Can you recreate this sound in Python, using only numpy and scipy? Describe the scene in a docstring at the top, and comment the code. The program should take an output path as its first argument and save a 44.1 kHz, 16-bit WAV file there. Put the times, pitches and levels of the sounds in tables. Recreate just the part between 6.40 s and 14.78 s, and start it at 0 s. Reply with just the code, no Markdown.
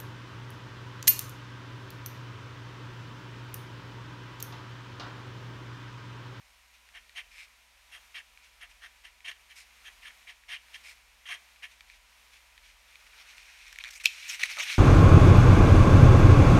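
"""Short, close scratches of a fountain pen on a pad, with little ticks as the nib lands. Then a hand
shifts on the sheet, which slides, rustles, crackles and snaps. A quiet room hisses over a mains hum.
Paper fibres catch and let go, and their tiny slips ring the pad, the nib and the sheet. Twice the tines
judder, sticking and slipping; the snaps are the sheet buckling. It is all heard from a small microphone
lying on the desk, whose reflection notches the treble."""
import sys
import numpy as np
from scipy import signal
from scipy.fft import rfft, irfft, next_fast_len
from scipy.io import wavfile
from scipy.ndimage import uniform_filter1d, map_coordinates

SR = 44100
rng = np.random.default_rng(int(sys.argv[2]) if len(sys.argv) > 2 else 0)


def master(y):
    """Save y as 16-bit WAV."""
    cut = np.clip(np.atleast_2d(y).T, -1, 1)
    pcm = np.round(cut * 32767)  # scale
    wavfile.write(sys.argv[1], SR, pcm.astype(np.int16))


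N = 369558

# Strokes pulled along the nib slit, each at its own angle. Each row: start and length in seconds,
# level in dB, then middle ring, upper ring and treble in dB relative to that level.
PULLED_STROKES = [(0.537, 0.072, -49.5, -2, -1.5, -20), (.75, 0.082, -43.5, 0, -0.5, -13),
                  (1.512, 0.09, -49.5, -10, 0.5, -9), (1.739, 0.085, -44, -1.5, 1, -13.5),
                  (2.204, 0.067, -48, -8, -2, -12.5), (2.412, 0.084, -47.5, -9, -3.5, -13),
                  (2.636, 0.064, -52.5, -0.5, 2.5, -11.5), (2.842, .1, -42.5, -1.5, 0, -13),
                  (3.094, 0.05, -55, 1, 1, -8), (3.439, 0.078, -48.5, -12, -1.5, -12.5),
                  (3.617, 0.11, -49, -2, -2, -13), (3.868, .072, -50, 1.5, 1, -12),
                  (4.079, .11, -42, -1.5, 1.5, -12.5), (4.33, 0.058, -52.5, 1.5, 5.5, -6),
                  (4.853, .13, -40.5, -2.5, -1.5, -12), (5.221, 0.062, -47, 0.5, -1, -12)]
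# Thinner strokes across the slit. Each row: start and length in seconds, level and treble offset in dB.
SIDE_STROKES = [(.905, 0.16, -50.5, -9.5), (3.155, 0.09, -52, -3), (4.435, 0.11, -49.5, -6)]
# Juddering tines. Each row: start and length in seconds, slips per second, level in dB.
TINE_JUDDERS = [(.9822, .09, 172, -38), (4.9135, .03, 212, -30)]
# The nib landing. Each row: time in seconds, level in dB.
NIB_TICKS = [(0.4883, -44), (0.6942, -41.5), (1.9736, -41.5), (2.8045, -43), (3.8279, -48), (4.036, -46),
             (4.2833, -46), (4.343, -48), (4.572, -50), (5.16, -48), (5.4071, -36.5), (5.499, -39),
             (6.1778, -39), (6.5555, -38), (6.7314, -49)]
# The sheet sliding over the pad. Each row: time in seconds, level and low drag offset in dB.
SLIDE_CURVE = [(6.5, -90, 17), (6.75, -59, -5), (7.0, -56, -10.5), (7.3, -54, -22), (7.5, -58, -3),
               (7.58, -63.5, -33), (7.7, -47.5, -34), (7.8, -46.5, -21), (7.87, -43.5, -40),
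               (7.98, -47, -41), (8.05, -43, -46), (8.2, -43.5, -12), (8.31, -34.5, -27),
               (8.38, -40.5, -38)]
# The sheet bending. Each row: start, attack and length in seconds, level and treble offset in dB.
SHEET_RUSTLES = [(6.76, 0.017, 0.072, -56, -7.5), (6.88, .012, 0.045, -52.5, -8),
                 (6.965, .008, 0.027, -60, 1), (7.4, 0.0066, 0.017, -42, -14),
                 (7.45, .006, 0.05, -46.5, -11), (7.503, 0.0069, 0.044, -49.5, -1),
                 (7.533, .008, 0.06, -52.5, 1), (7.599, 0.0045, 0.03, -46, -6),
                 (7.636, 0.013, .03, -41.5, 0), (7.652, 0.007, 0.026, -32, -7.5),
                 (7.875, 0.039, 0.09, -38, -3), (7.993, .003, .077, -34.5, -10),
                 (8.085, 0.028, 0.059, -37, -8.5), (8.187, .004, 0.062, -35.5, -4.5),
                 (8.255, 0.018, 0.048, -38.5, -22), (8.29, .03, 0.059, -33, -15)]
# An edge dragging on the desk. 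Each row: start and length in seconds, level in dB.
EDGE_SCRAPES = [(8.164, 0.029, -34.5), (8.183, 0.049, -39)]
# The sheet crackling. Each row: time in seconds, body level and treble level in dB.
SHEET_CRACKLES = [(6.981, -36, -52), (7.2805, -41, -43), (7.3272, -35.5, -40), (7.3588, -35.5, -55),
                  (7.3863, -25, -38), (7.4285, -44, -48), (7.4385, -24.5, -51), (7.4462, -27, -48),
                  (7.458, -36, -49), (7.4798, -36, -42), (7.488, -38, -47), (7.8813, -37, -39),
                  (7.995, -31, -40), (8.17, -25, -46), (8.186, -25, -47)]
# The sheet buckling. Each row: time in seconds, level in dB, pitch in Hz, ring time in seconds.
SHEET_SNAPS = [(7.6569, -6, 2533, 0.00342), (7.665, -19, 3280, 0.0032), (8.0323, -15.5, 2500, 0.0029),
               (8.0352, -10.5, 2000, 0.0029), (8.038, -21.5, 2320, 0.0045), (8.202, -23, 2410, 0.0046)]
# The hand shifting on the sheet. 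Each row: start and length in seconds, level in dB.
HAND_SHIFTS = [(.33, 0.047, -61), (2.02, 0.065, -59), (2.293, 0.04, -55.5), (5.3, 0.05, -56.5),
               (5.47, 0.12, -59.5), (5.92, 0.075, -56.5), (6.22, 0.11, -58), (6.47, 0.11, -62.5),
               (6.59, 0.052, -59), (6.66, 0.02, -46.5)]
# The pad bumping the desk. Each row: time in seconds, level in dB.
PAD_THUDS = [(7.654, -50.5), (8.167, -55), (8.186, -53)]

# Resonances that colour each sound. Each row: centre in Hz, width in Hz, gain in dB.
PAD_MODES = [(377, 60, -6.5), (701.5, 24, 0), (1147, 380, -8.5), (1785, 255, 3.5)]  # the pad under the nib
MIDDLE_MODES = [(2328, 290, -2.5)]  # middle ring of a pulled stroke
NIB_MODES = [(2733, 155, -4), (3200, 118, 0.5), (3420, 1190, -12.5)]  # its upper ring
GLINT_MODES = [(5230, 1850, 3.5), (6530, 490, 10), (8500, 1800, 5), (11800, 2800, 6.5), (12600, 600, 4),
               (14400, 1700, -4)]  # its treble
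TINE_MODES = [(1290, 910, 2), (2310, 320, 17), (4140, 950, 1)]  # the nib rubbed sideways
AIRY_MODES = [(5070, 600, -3.5), (7200, 1400, -6.5), (8650, 1800, -7.5), (12100, 2700, -13),
              (14500, 2500, -17)]  # treble of a sideways stroke
PAPER_MODES = [(664, 1200, -17.5), (1680, 980, -6.5), (2376, 493, 2.5), (3890, 1090, -7)]  # body of the sheet
FIBRE_MODES = [(5790, 1280, 3), (8930, 1850, -2.5), (10700, 3400, -6), (15000, 2300, -12)]  # treble of rubbed paper
DRAG_MODES = [(457, 280, -17.5), (1480, 360, -16)]  # low end of the slide
EDGE_MODES = [(558, 130, -0.5), (1230, 200, 0)]  # the scraping edge
DESK_MODES = [(168, 170, -5), (385, 270, -4)]  # the bumped desk

# Tone of the room's hiss. Each row: frequency in Hz, relative spectral density in dB.
HISS_SPECTRUM = [(60, -37), (85, -15.5), (150, -21.5), (237, -15.5), (320, -23.5), (380, -18), (672, -9),
                 (1000, -7), (1600, -6), (2400, -0.5), (3100, -6), (6000, -11), (13000, -18),
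                 (16000, -28.5)]
# Tone of its rumble. Each row: frequency in Hz, relative spectral density in dB.
RUMBLE_SPECTRUM = [(20, -18), (32, -9), (42, 21), (52, -10), (66, -27), (72, -56)]
# Hum tones. Each row: frequency in Hz, rms level in dB.
HUM_TONES = [(59.5, -73), (231.5, -93.5), (976, -80)]
# Notches cut by the desk reflection. Each row: centre in Hz, width in Hz, depth from 0 to 1.
DESK_NOTCHES = [(4790, 230, 0.28), (7610, 390, 0.4), (10500, 340, 0.55)]


def pen_strokes():
    """Pulled strokes shake pad and nib, whose treble glints briefly; sideways ones rub the tines."""
    start, length, db, middle_db, ring_db, glint_db = np.transpose(PULLED_STROKES)
    attack, release = 0.016, 0.024 + 0.3 * length
    swell = 150  # pressure keeps growing until the nib lifts
    ring_power, glint_power = 0.85, 1.06  # the upper ring follows pressure gently, the treble steeply
    pad, middle = swells(np.c_[start, length, db, middle_db], attack, release,
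                         0.64, 1.64, swell / ring_power)
    nib, = swells(np.c_[start, length, db + ring_db], attack, release, 1.0, 1.95, ring_power * swell)
    glints, = swells(np.c_[start, length, db + glint_db], glint_power * attack, release,
                     glint_power, 2.2 * glint_power, glint_power * swell)
    force = slips(6000, 1.5, 1.3, 180) * amp(0.67 * wobble(60))
    bright = filtered(patchy(force, 2.6), modes(GLINT_MODES))  # rung again below: dark between glints
    dull = filtered(patchy(force, 2.0), lambda hz: 1 / (1 + (hz / 5500) ** 2))
    pulled = resonate(dull, [pad, middle, nib], [PAD_MODES, MIDDLE_MODES, NIB_MODES])
    pulled += resonate(bright, [glints], [GLINT_MODES])
    sideways = swells(SIDE_STROKES, 0.024, 0.064, 0.35, 0.77, swell_db_per_s=84)
    return pulled + resonate(slips(8000, 2.0, 0.68, 170), sideways, [TINE_MODES, AIRY_MODES])


def tine_judder():
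    """Almost regular slips pluck the tines, weakening as the nib runs free."""
    plucks, count = np.zeros(N + SR), np.arange(20)
    for start, length, rate, db in TINE_JUDDERS:
        jitter, size = rng.standard_normal((2, 20))
        t = (count + 0.066 * jitter * (count > 0)) / rate
        fade = np.clip(1 - t / length, 0, 1)
        plucks[np.round((start + t) * SR).astype(int)] += amp(db + 2.5 * size) * fade
    tine = modes(TINE_MODES[1:2])  # only the strongest mode rings
    one_pluck = filtered(np.eye(1, N)[0], tine)
    return filtered(plucks[:N], tine) / np.abs(one_pluck).max()


def ticks_and_crackles():
    """Each nib tick or paper crackle is a blow of a millisecond or two on the sheet and the pad."""
    out, t = np.zeros(N + SR), np.arange(2048) / SR
    hz = np.fft.rfftfreq(len(t), 1 / SR)
    body = modes(PAPER_MODES[1:])(hz) + amp(-3.0) * modes(PAD_MODES[3:] + MIDDLE_MODES)(hz)
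    treble = modes(FIBRE_MODES)(hz)
    ticks = [(*row, -68) for row in NIB_TICKS]  # only a faint treble on the ticks
    for start, db, treble_db in ticks + SHEET_CRACKLES:
        blow = rfft(t * amp(-60 * t / 0.005) * rng.standard_normal(len(t)))
        low, high = irfft(blow * body), irfft(blow * treble)
        click = amp(db) * low / np.abs(low).max() + amp(treble_db) * high / np.abs(high).max()
        out[round(start * SR):][:len(t)] += click
    return out[:N]


def sheet_moves():
    """The sheet slides evenly, crinkles in clumps when it bends, and drags an edge."""
    times, level_db, drag_db = np.transpose(SLIDE_CURVE)
    slide, drag = (amp(np.interp(np.arange(N) / SR, times, db, left=-150))
                   for db in (level_db, level_db + drag_db))
    friction = patchy(slips(9000, 0.28, 0.84, 40), 0.89)
    sliding = resonate(friction, [slide, slide * amp(-6.5), drag], [PAPER_MODES, FIBRE_MODES, DRAG_MODES])
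    crinkle = patchy(slips(4500, 1.3, 2.5, 120), 3.2)
    attacks = np.array(SHEET_RUSTLES)[:, 1]
    bends = swells(np.delete(SHEET_RUSTLES, 1, axis=1), attacks, 0.022, 0.6, 0.74)
    rustling = resonate(crinkle, bends, [PAPER_MODES, FIBRE_MODES])
    scrapes = swells(EDGE_SCRAPES, 0.014, 0.018, 0.97, 1.7)
    return sliding + rustling + resonate(slips(3200, 5.0, 2.4, 77), scrapes, [EDGE_MODES])


def sheet_snaps():
    """A buckle rings for a few cycles until the sheet chokes it; a bright crack leads."""
    out, t = np.zeros(N + SR), np.arange(SR // 50) / SR
    chatter = sum(gain * np.cos(2 * np.pi * hz * t) for hz, gain in [(6200, 1), (4000, 1.7), (10500, 0.096)])
    chatter *= amp(-60 * t / 0.0027)
    for start, db, pitch_hz, ring_s in SHEET_SNAPS:
        choke = np.abs(np.sin(np.pi * np.clip(t / ring_s, 0, 1) ** 0.8)) ** 0.55
        tone = np.sin(2 * np.pi * pitch_hz * t) * choke
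        burst = t * rng.standard_normal(len(t)) * amp(-60 * t / 0.0035)
        crack = np.convolve(burst, chatter)[:len(t)]
        crack_db = -12.5 + 0.82 * (db + 19.5)  # louder snaps have more bite
        out[round(start * SR):][:len(t)] += amp(db) * (tone + amp(crack_db) * crack / np.abs(crack).max())
    return filtered(out[:N], lambda hz: (1j * hz / (1300 + 1j * hz)) ** 2)  # a small spot has little body


def hand_rubs():
    """Skin on paper: soft, fine rubs."""
    rub, = swells(HAND_SHIFTS, 0.023, 0.047, 0.72, 0.78)
    return resonate(slips(9000, 2.9, 0.84, 60), [rub, rub * amp(-6.5)], [PAPER_MODES, FIBRE_MODES])


def pad_thuds():
    """Soft bumps of the pad send a low puff through the desk."""
    t, blows = np.arange(SR // 20) / SR, np.zeros(N + SR)
    for start, db in PAD_THUDS:
        puff = t * amp(-60 * t / 0.0097) * rng.standard_normal(len(t))
        blows[round(start * SR):][:len(t)] += amp(db) * unit(puff)
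    return filtered(blows[:N], modes(DESK_MODES))


def room_echo(x, decay_s):
    """The small room answers with a short noisy tail."""
    t = np.arange(SR // 3) / SR
    tail = rng.standard_normal(len(t)) * amp(-60 * t / decay_s) * (t > .003)
    return signal.fftconvolve(x, tail / np.linalg.norm(tail))[:N]


def room_tone():
    """A bed of hiss, rumble and mains hum, each wavering slightly."""
    hiss = amp(-61.0 + 1.1 * wobble(5)) * coloured_noise(HISS_SPECTRUM)
    rumble = amp(-73.0 + 0.22 * wobble(1.7)) * coloured_noise(RUMBLE_SPECTRUM)
    t = np.arange(N) / SR
    hum = sum(amp(db + 1.1 * wobble(3.2)) * np.sqrt(2) * np.sin(2 * np.pi * hz * t + 0.68 * wobble(4))
              for hz, db in HUM_TONES)
    return hiss + rumble + hum


def slips(per_s, spread_db, clump_db, clump_rate):
    """Fibres catching and letting go: random impulses of uneven size that come in clumps."""
    when, size, sign = rng.random((3, N))
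    hits = (when < per_s / SR) * amp(-spread_db * np.log(size + 0.00092)) * np.sign(sign - .5)
    return hits * amp(clump_db * wobble(clump_rate))


def swells(rows, attack_s, release_s, attack_power, release_power, swell_db_per_s=0):
    """Envelopes from rows of start, length, level, offsets: one for the level and one per dB offset."""
    out, each = np.zeros((len(rows[0]) - 2, N + SR)), np.ones(len(rows))
    for (start, length, db, *offsets_db), rise, fall in zip(rows, attack_s * each, release_s * each):
        t = np.arange(round(length * SR)) / SR
        up, down = (np.sin(np.pi / 2 * np.clip(u, 0, 1)) for u in (t / rise, (length - t) / fall))
        swell = amp(swell_db_per_s * np.minimum(t - length + fall, 0))
        envelope = up ** attack_power * down ** release_power * swell
        out[:, round(start * SR):][:, :len(t)] += amp(db + np.r_[0, offsets_db])[:, None] * envelope
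    return out[:, :N]


def patchy(x, depth_db):
    """Random gain patches in time and pitch: a sheet sounds from ever other spots."""
    spectra = signal.stft(x, nperseg=256)[2]
    patches = uniform_filter1d(rng.standard_normal(spectra.shape), size=6, axis=0)
    patches = uniform_filter1d(patches, size=8, axis=1)
    return signal.istft(spectra * amp(depth_db * unit(patches)), nperseg=256)[1][:N]


def resonate(force, envelopes, bodies):
    """One force rings several bodies, each under its own envelope."""
    return sum(gain * unit(filtered(force, modes(body))) for gain, body in zip(envelopes, bodies))


def modes(table):
    """A body's response: neighbouring resonances alternate in sign."""
    return lambda hz: sum((-1) ** k * amp(db) * resonance(hz, centre, width)
                          for k, (centre, width, db) in enumerate(table))


def resonance(hz, centre_hz, width_hz):
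    """One causal resonance of gain 1."""
    return 1j * hz * width_hz / (centre_hz ** 2 - hz ** 2 + 1j * hz * width_hz)


def coloured_noise(spectrum):
    """Noise at unit rms, shaped by an EQ curve on a log frequency axis."""
    points_hz, db = np.transpose(spectrum)
    curve = lambda hz: amp(np.interp(np.log(hz + 1), np.log(points_hz), db))
    return unit(filtered(rng.standard_normal(N), curve))


def filtered(x, response):
    """x through a complex frequency response."""
    size = next_fast_len(N + SR // 4)
    return irfft(rfft(x, size) * response(np.fft.rfftfreq(size, 1 / SR)), size)[:N]


def wobble(rate):
    """A smooth random curve, rate knots a second."""
    return map_coordinates(rng.standard_normal(int(N * rate / SR) + 4), [np.arange(N) * rate / SR])


def amp(db):
    return 10 ** (np.asarray(db) / 20)


def unit(x):
    return x / np.sqrt(np.mean(x ** 2) + 1e-20)


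def scene():
    """Pen and paper up close, with a touch of echo, over desk thuds and room tone."""
    near = pen_strokes() + tine_judder() + hand_rubs() + sheet_moves()
    near = near + ticks_and_crackles() + sheet_snaps()
    # thin paper radiates no bass; the top octave is shadowed
    near = filtered(near, lambda hz: (1j * hz / (700 + 1j * hz)) ** 3 / (1 + (hz / 13500) ** 6))
    return (amp(0.5) * near + amp(-14.5) * room_echo(near, decay_s=0.27) + pad_thuds() + room_tone())[None]


def record(dry):
    """The reflection off the desk cuts notches; nothing passes above the band limit."""
    top_hz = 15830
    desk = lambda hz: np.prod([1 - depth * resonance(hz, centre, width)
                               for centre, width, depth in DESK_NOTCHES], axis=0)
    return filtered(dry[0], lambda hz: desk(hz) * (hz < top_hz))[None]


dry = scene()
out = record(dry)
master(out)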